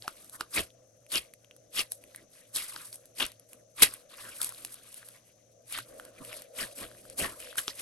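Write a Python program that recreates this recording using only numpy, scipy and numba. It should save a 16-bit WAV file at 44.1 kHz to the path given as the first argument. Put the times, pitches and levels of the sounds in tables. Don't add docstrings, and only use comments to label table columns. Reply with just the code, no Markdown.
import sys
import numpy as np
from scipy import signal
from scipy.fft import rfft, irfft, next_fast_len
from scipy.io import wavfile
from scipy.ndimage import uniform_filter1d
from numba import njit

SR = 44100
rng = np.random.default_rng(int(sys.argv[2]) if len(sys.argv) > 2 else 0)


def waveform_to_disk(signal):
    frames = np.transpose(np.atleast_2d(signal))
    scaled = np.clip(frames, -1, 1) * 32767
    samples = np.round(scaled).astype(np.int16)
    wavfile.write(sys.argv[1], SR, samples)


N = 344421


def undb(db):
    return 10 ** (np.asarray(db) / 20)


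def unit(x):
    return x / np.sqrt(np.mean(x ** 2))


def along(table, hz):
    f, v = np.transpose(table)
    return np.interp(np.log(hz + 1), np.log(f + 1), v)


def colour(x, table):
    size = 8192
    cepstrum = irfft(np.log(undb(along(table, np.fft.rfftfreq(size, 1 / SR)))))
    cepstrum[1:size // 2] *= 2
    cepstrum[size // 2 + 1:] = 0
    response = irfft(np.exp(rfft(cepstrum)))[None, :size // 2]
    return signal.fftconvolve(x, response, axes=1)[:, :N]


def walk(rate):
    k = int(SR / rate)
    steps = np.repeat(rng.standard_normal(N // k + 1), k)
    return 1.3 * uniform_filter1d(uniform_filter1d(steps, k), k)[:N]


def sides(pan_db):
    return undb(np.array([pan_db, -pan_db]) / 2)


@njit
def rings(start, hz, t60, glide, gain, swell):
    out = np.zeros((2, N))
    for e in range(len(hz)):
        z, open_ = 1 + 0j, 0.
        turn = 2 * np.pi * hz[e] / SR
        fade = np.exp(-np.log(1000) / (t60[e] * SR))
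        for i in range(start[e], min(N, start[e] + int(t60[e] * SR))):
            z *= fade * np.exp(1j * turn)
            turn *= 1 + glide * turn / (2 * np.pi)
            open_ += (1 - open_) * min(1., turn / (2 * np.pi * swell))
            out[0, i] += gain[0, e] * open_ * z.imag
            out[1, i] += gain[1, e] * open_ * z.imag
    return out


RISE_BEND, FALL_BEND = 1.55, 0.7


def effort(s, rise, hold, fall):
    t = np.arange(0, N / SR + .002, .001)
    before = np.maximum(s - t, 0) / rise
    after = np.maximum(t - s - hold, 0) / fall
    return undb(-40 * (before ** RISE_BEND + after ** FALL_BEND))


FILM_LEAD = 0.25
TABLE_LAG = 0.14
# small pockets, large pockets, film and table, each in dB.
REST_DB = (-80.5, -84, -76, -73)
# time of full effort in seconds, rise, hold and fall
# in seconds, then the levels in dB of small pockets, large pockets, tearing film and table thud.
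MOVEMENTS = [(0.012, 0.055, 0.037, 0.068, -58, -64, -52.5, -63.5),
             (0.088, 0.023, 0.0064, 0.096, -56.5, -58, -49, -59.5),
             (0.171, 0.031, 0.087, 0.34, -68, -72.5, -54, -67),
             (0.343, 0.029, 0.012, 0.066, -75, -59.5, -45.5, -62),
             (0.414, 0.025, 0.0017, 0.047, -49.5, -49, -49.5, -52),
             (0.571, 0.041, 0.024, 0.043, -35.5, -40, -31, -39.5),
             (1.149, 0.039, 0.032, 0.048, -36.5, -46, -33.5, -49.5),
             (1.79, 0.049, 0.019, 0.035, -33.5, -44.5, -31, -48.5),
             (1.926, 0.026, 0.0082, 0.065, -71, -85.5, -46, -77),
             (2.026, 0.051, 0.2, 0.12, -70.5, -76, -63.5, -68.5),
             (2.352, 0.05, 0.048, 0.19, -64.5, -72.5, -59, -75),
             (2.564, 0.024, .01, 0.16, -38.5, -52, -30.5, -62),
             (2.682, 0.17, 0.13, 0.2, -60, -58, -46.5, -67.5),
             (2.942, 0.02, 0.0071, 0.077, -73.5, -78, -50, -73),
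             (3.197, 0.035, 0.022, 0.078, -43, -53.5, -38, -53),
             (3.204, 0.0094, 0.027, 0.038, -32, -38, -32.5, -42),
             (3.534, 0.052, 0.015, 0.1, -69.5, -69.5, -57.5, -63),
             (3.81, 0.037, 0.047, 0.058, -37, -45.5, -34, -50.5),
             (3.824, 0.0051, 0.012, 0.019, -18.5, -28, -14.5, -56),
             (3.92, 0.044, 0.027, 0.11, -56.5, -57, -48.5, -66.5),
             (4.111, 0.025, 0.038, 0.055, -57, -62.5, -55.5, -65.5),
             (4.184, 0.021, 0.029, 0.099, -51.5, -57.5, -48.5, -65),
             (4.253, 0.035, 0.039, 0.37, -51, -55.5, -43.5, -60.5),
             (4.434, 0.042, 0.0085, 0.12, -48.5, -50, -37, -72),
             (4.573, 0.031, 0.11, 0.28, -59, -64, -50, -66.5),
             (4.777, 0.15, 0.392, 0.068, -64.5, -70, -54, -76),
             (5.27, 0.052, 0.03, 0.0796, -67, -83.5, -62.5, -87),
             (5.746, 0.057, 0.053, 0.034, -42, -50, -39.5, -63),
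             (5.879, 0.062, 0.223, 0.077, -70, -67.5, -60.5, -62),
             (6.18, 0.066, 0.08, 0.09, -65, -64, -61, -59),
             (6.316, 0.094, 0.077, 0.11, -53.5, -60, -47.5, -61.5),
             (6.605, 0.051, 0.025, 0.058, -38.5, -45, -35.5, -46.5),
             (6.716, .015, 0.013, 0.028, -57.5, -76, -52.5, -62),
             (6.797, 0.041, 0.042, 0.072, -51, -55, -42, -49),
             (6.92, 0.043, 0.27, .08, -65.5, -70.5, -58, -61),
             (7.207, 0.032, .02, 0.044, -40, -45, -31, -37),
             (7.245, 0.03, 0.0061, 0.089, -39.5, -38.5, -31, -39),
             (7.412, 0.033, 0.053, 0.77, -53.5, -65, -52, -64.5),
             (7.581, 0.011, 0.0072, 0.056, -41.5, -41, -28.5, -58),
             (7.685, 0.017, 0.0153, 0.047, -41.5, -53, -44.5, -52),
             (7.8, 0.034, .02, .05, -47.5, -61, -42, -58)]


def kneading():
    s, rise, hold, fall, *db = np.transpose(MOVEMENTS)[:, :, None]
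    push = effort(s, rise, hold, fall)
    tear = effort(s - FILM_LEAD * rise, rise, hold + FILM_LEAD * rise, fall)
    load = effort(s + TABLE_LAG * rise, rise, hold, fall)
    levels = []
    for shape, peak_db, rest_db in zip((push, push, tear, load), db, REST_DB):
        power = np.sum(shape * undb(2 * peak_db), axis=0) + undb(2 * rest_db)
        level_db = 10 * np.log10(power)
        levels.append(np.interp(np.arange(N) / SR * 1000, np.arange(len(power)), level_db))
    return levels


# frequency in Hz, relative noise level in dB per Hz.
FILM_TONE = [(2470, -21), (4200, -14.5), (6920, -13), (8110, -8.5), (9140, -4.5), (10100, 0.5), (11400, -3),
             (12400, -14.5), (13700, -31), (16300, -30)]


def film(per_s=10000.0, scatter_db=-5.0, patchy_db=2.5, clump_db=2.5, apart=0.6):
    u = rng.random((3, N))
    strength_db = np.minimum(-scatter_db * np.log(u[1]), 14.)
    ticks = (u[0] < per_s / SR) * undb(strength_db) * rng.choice([-1., 1.], N)
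    ticks = ticks * undb(patchy_db * walk(150) + clump_db * walk(35))
    far = ticks * (u[2] < apart / 2)
    late_port = ticks - far + np.roll(far, 5)
    return unit(colour(np.array([ticks, late_port]), FILM_TONE))


def pockets(low_hz, high_hz, count, cycles, holes, hole_s=.035, hole_db=1.5, jitter=.07,
            scatter_db=1.0, spread_db=13.5, glide=0.0051, swell=0.67):
    at, pitch, strength, place, slide = rng.random((holes, 5))[np.arange(count) % holes].T
    x, u, v = rng.random((count, 3)).T
    bend = 2 * u - 1 + 2 * (2 * slide - 1) * (2 * x - 1)
    hz = low_hz * (high_hz / low_hz) ** pitch * (1 + jitter * bend)
    pocket_db = np.minimum(-scatter_db * np.log(v), 12.)
    db = pocket_db + np.minimum(-hole_db * np.log(strength), 12.)
    gain = undb(db) * np.sqrt(hz * np.sin(np.pi * x)) * sides(spread_db * (2 * place - 1))
    start = (at * N + x * hole_s * SR).astype(np.int64)
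    return unit(rings(start, hz, cycles / hz, glide, gain, swell))


# frequency in Hz, relative noise level in dB per Hz.
TABLE_TONE = [(53, -49.5), (90, -10.5), (290, 3.5), (502, -3.5), (642, 2), (800, -13), (1100, -70.5)]


def thud(db, deep_db=-10.5, deep_hz=83.6, late_s=0.02):
    mid, side = rng.standard_normal((2, N)) * undb(2 * walk(30))
    noise = mid + side * np.array([[.33], [-.33]])
    band = signal.butter(2, (20, deep_hz), "bandpass", fs=SR, output="sos")
    deep = signal.sosfilt(band, noise)
    late = int(late_s * SR)
    sway = np.roll(uniform_filter1d(undb(db), late), late)
    rumble = undb(db) * unit(colour(noise, TABLE_TONE))
    return rumble + undb(deep_db) * sway * unit(deep)


MOTOR_HZ, MOTOR_DB, HISS_DB = 116.3, -68, -64
# frequency in Hz, relative noise level in dB per Hz.
HUM_TONE = [(40, -29), (130, -9), (257, -11), (403, -22), (485, 0), (620, -1.5), (1000, -33), (4730, -34),
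            (6160, -13.5), (7420, -31), (8690, -32.5), (14000, -42.5)]
# time in seconds, level in dB before the flicker.
HUM_SWELL = [(0.0, -64.5), (4.613, -62), (4.869, -67.5), (5.8, -62.5), (5.93, -51.5), (7.81, -59.5)]
# frequency in Hz, left minus right level in dB.
HUM_LEAN = [(1300, 1.6), (4400, 12.5), (8100, 14.5), (15000, 6)]


def hum(alike_hz=494.0, flicker_db=-2.5):
    hz = np.fft.rfftfreq(N, 1 / SR)
    mid, side = rfft(rng.standard_normal((2, N)))
    alike = .9 / (1 + hz / alike_hz)
    both = mid * np.sqrt(1 + alike) + np.array([[1], [-1]]) * side * np.sqrt(1 - alike)
    noise = unit(colour(irfft(both * sides(along(HUM_LEAN, hz)), N), HUM_TONE))
    band = signal.butter(2, (400, 800), "bandpass", fs=SR, output="sos")
    low = signal.sosfilt(band, noise)
    s, db = np.transpose(HUM_SWELL)
    db = np.interp(np.arange(N) / SR, s, db)
    swell = undb(db + flicker_db * walk(14))
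    motor_db = MOTOR_DB + np.minimum(db - db.mean(), 0) / 2 + 4.5 * walk(25)
    motor = np.sin(2 * np.pi * np.cumsum(MOTOR_HZ + 5 * walk(45)) / SR) * undb(motor_db)
    return low * swell + (noise - low) * undb(HISS_DB) + motor


# start in seconds, relative peak of the pocket in dB, its pitch in Hz,
# relative peak of the skin's snap in dB.
POPS = [(0.023, -25, 4530, -50), (0.079, -15, 1294, -24), (0.0796, -20, 5300, -35),
        (0.245, -60.5, 4500, -34), (0.296, -64, 4840, -28.5), (0.4085, -16.5, 4800, -39.5),
        (0.4094, -16, 1360, -20), (0.704, -41.5, 3330, -46), (1.065, -43.5, 2530, -43.5),
        (1.1567, -7, 5150, -15), (1.337, -39.5, 2220, -30.5), (1.4461, -41, 3050, -43),
        (1.511, -34, 2880, -47), (1.5638, -56, 1380, -34.5), (1.793, -7, 4870, -22),
        (1.9194, -47, 2960, -14.5), (2.0387, -39, 2530, -37.5), (2.1475, -31.5, 1860, -36),
        (2.16, -65, 5000, -25.5), (2.561, -15, 4370, -14), (2.7619, -21.5, 4760, -30),
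        (2.763, -26, 1470, -40.5), (2.9286, -29.5, 4770, -30), (2.943, -46, 3500, -30.5),
        (2.957, -48, 3500, -30), (3.056, -75, 3340, -34), (3.2042, -18, 2720, -40),
        (3.2524, -41.5, 4970, -18), (3.264, -38, 4040, -19), (3.318, -38, 4500, -33),
        (3.3963, -54, 4000, -35.5), (3.5319, -37, 2670, -30), (3.8229, -11.5, 2210, 0.5),
        (3.831, -5, 3580, 3), (3.9381, -41, 1550, -19.5), (4.4156, -20.5, 3560, -10),
        (4.4295, -44, 4690, -18), (4.445, -43, 4840, -11), (4.491, -38, 3620, -22),
        (4.522, -38.5, 1190, -29), (4.547, -33.5, 4070, -34), (4.5817, -37, 3900, -47.5),
        (4.6486, -28.5, 2800, -13.5), (4.672, -38, 4000, -38.5), (4.742, -48.5, 5000, -26.5),
        (4.927, -51.5, 6800, -31), (4.9427, -40, 3520, -26), (5.029, -36.5, 1700, -45),
        (5.087, -42.5, 3024, -29), (5.7242, -30.5, 2780, -18), (5.7765, -26, 1620, -24),
        (5.787, -23, 1260, -21), (5.998, -28, 1480, -31.5), (6.051, -41, 3200, -28),
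        (6.2489, -33.5, 2860, -26.5), (6.3288, -24.5, 2420, -30), (6.341, -36, 2300, -29),
        (6.3958, -47, 3200, -34), (6.42, -40.5, 1900, -25), (6.9145, -39.5, 1550, -43),
        (6.9494, -43, 1700, -47), (7.053, -41, 1500, -39), (7.099, -55, 4970, -25.5),
        (7.191, -32.5, 2600, -26), (7.402, -33.5, 2900, -27.5), (7.424, -36, 3300, -35),
        (7.472, -38.5, 1690, -42), (7.49, -42, 3400, -44), (7.528, -32.5, 1560, -46),
        (7.556, -33, 1360, -29), (7.5818, -26, 1800, -11), (7.6801, -24, 1260, -41),
        (7.6804, -12.5, 3300, -29), (7.6807, -16, 5300, -40)]


def pops(cycles=8.93, overtone=2.0, overtone_db=-6.0, snap_s=0.00068, spread_db=2.0,
         knock_hz=446.0, knock_s=.012, knock_db=-20.0):
    s, peak_db, hz, snap_db = np.transpose(POPS)
    noise = rng.standard_normal((len(s), 512))
    start, t60 = (s * SR).astype(np.int64), cycles / hz
    place = sides(spread_db * noise[:, 0])
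    pocket = undb(peak_db) * place
    out = rings(start, hz, t60, 0.0029, pocket, 0.57)
    out += rings(start, np.minimum(overtone * hz, 7000), t60 / 2, .01, pocket * undb(overtone_db), 0.71)
    out += rings(start, knock_hz + 0 * hz, knock_s + 0 * hz, -0.051, pocket * undb(knock_db), 0.7)
    snaps, t = np.zeros((2, N + 512)), np.arange(512) / SR / snap_s
    for i, g, n in zip(start, (undb(snap_db) * place).T, noise):
        snaps[:, i:i + 512] += g[:, None] * n * t * np.exp(1 - t)
    norm = np.std(colour(rng.standard_normal((1, N)), FILM_TONE))
    return undb(3.5) * out + undb(-10.5) * colour(snaps[:, :N], FILM_TONE) / norm


# start in seconds, length in seconds, middle pitch in Hz,
# relative level in dB.
SQUELCHES = [(0.034, .035, 730, -50), (0.523, 0.022, 5050, -46.5), (0.552, 0.04, 2274, -28),
             (0.586, .025, 2950, -36), (1.123, .068, 3000, -30.5), (1.165, .02, 4600, -34),
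             (1.758, 0.063, 2870, -32), (2.151, 0.055, 1910, -59), (2.399, 0.032, 1900, -64),
             (2.787, 0.056, 1290, -54.5), (3.197, .013, 2970, -22.5), (3.208, .03, 2920, -29),
             (3.818, .014, 440, -22.5), (4.193, 0.12, 1600, -51.5), (4.3, .04, 2600, -51),
             (4.389, 0.027, 1440, -46.5), (5.715, 0.051, 2850, -47), (5.756, 0.051, 1640, -45),
             (6.173, 0.017, 2180, -51.5), (6.194, .04, 1113, -53.5), (6.196, 0.031, 237, -40),
             (6.604, 0.05, 1670, -41.5), (6.608, .04, 200, -42), (6.802, 0.054, 1770, -51),
             (7.189, 0.034, 2710, -35.5), (7.208, 0.065, 1940, -38), (7.575, 0.015, 1740, -32.5),
             (7.579, 0.012, 3260, -35.5)]


def squelches(count=64, cycles=33.0, sag_per_s=2.5, jitter=0.12, scatter_db=1.0, spread_db=11.0):
    s, length, hz, db = np.transpose(SQUELCHES)[:, :, None]
    x, u, v, w = rng.random((len(s), count, 4)).transpose(2, 0, 1)
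    pitch = hz * np.exp(sag_per_s * length * (.5 - x)) * (1 + jitter * (2 * u - 1))
    flow = np.sin(np.pi * x ** 1.4) * undb(db + np.minimum(-scatter_db * np.log(v), 10.))
    t60 = np.minimum(cycles / pitch, .025)
    size = 5 * flow * np.sqrt(length / (count * t60))
    gain = size * sides(spread_db * (2 * w - 1))
    start = ((s + length * x) * SR).astype(np.int64)
    return rings(start.ravel(), pitch.ravel(), t60.ravel(), 0.005, gain.reshape(2, -1), 0.89)


# frequency in Hz, radians that the left port leads.
PORT_LEAD = [(0, .1), (1000, .5), (2840, 1.3), (4310, .7), (7580, .8), (8700, -.4), (11500, -6),
             (16500, -6.3)]
# frequency in Hz, left minus right level in dB.
PORT_LEAN = [(900, -2), (2400, 3), (4400, 4), (8100, .5)]


def ports(x):
    size = next_fast_len(N + 4096)
    hz = np.fft.rfftfreq(size, 1 / SR)
    lead = np.exp(.5j * np.interp(hz, *np.transpose(PORT_LEAD)))
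    heard = rfft(x, size) * sides(along(PORT_LEAN, hz)) * np.array([lead, 1 / lead])
    return irfft(heard, size)[:, :N]


def room(x, t60_s=.1, level_db=-14, gap_s=.002):
    t = np.arange(int(.4 * SR)) / SR
    tail = rng.standard_normal((2, len(t))) * undb(-60 * t / t60_s) * (t > gap_s)
    tail /= np.sqrt(np.sum(tail ** 2, axis=1, keepdims=True))
    return undb(level_db) * signal.fftconvolve(x, tail, axes=1)[:, :N]


def scene():
    small_db, large_db, film_db, thud_db = kneading()
    skin = undb(film_db) * film()
    clumps_db = 1.4 * walk(20)
    small_gain = undb(small_db + clumps_db + 1.4 * walk(45))
    small = small_gain * pockets(1960, 5360, count=14000, cycles=9.9, holes=2800)
    large_gain = undb(large_db + clumps_db + 1.5 * walk(40))
    large = large_gain * pockets(1020, 1890, count=6500, cycles=17.0, holes=1600)
    slime = small + large + skin + squelches() + pops()
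    return ports(slime) + room(slime) + thud(thud_db) + hum()


def record(dry):
    rounded = .78 * np.tanh(dry / .78)
    top_cut = signal.ellip(12, .2, 95, 16100, fs=SR, output="sos")
    return signal.sosfilt(top_cut, rounded)


dry = scene()
out = record(dry)
waveform_to_disk(out)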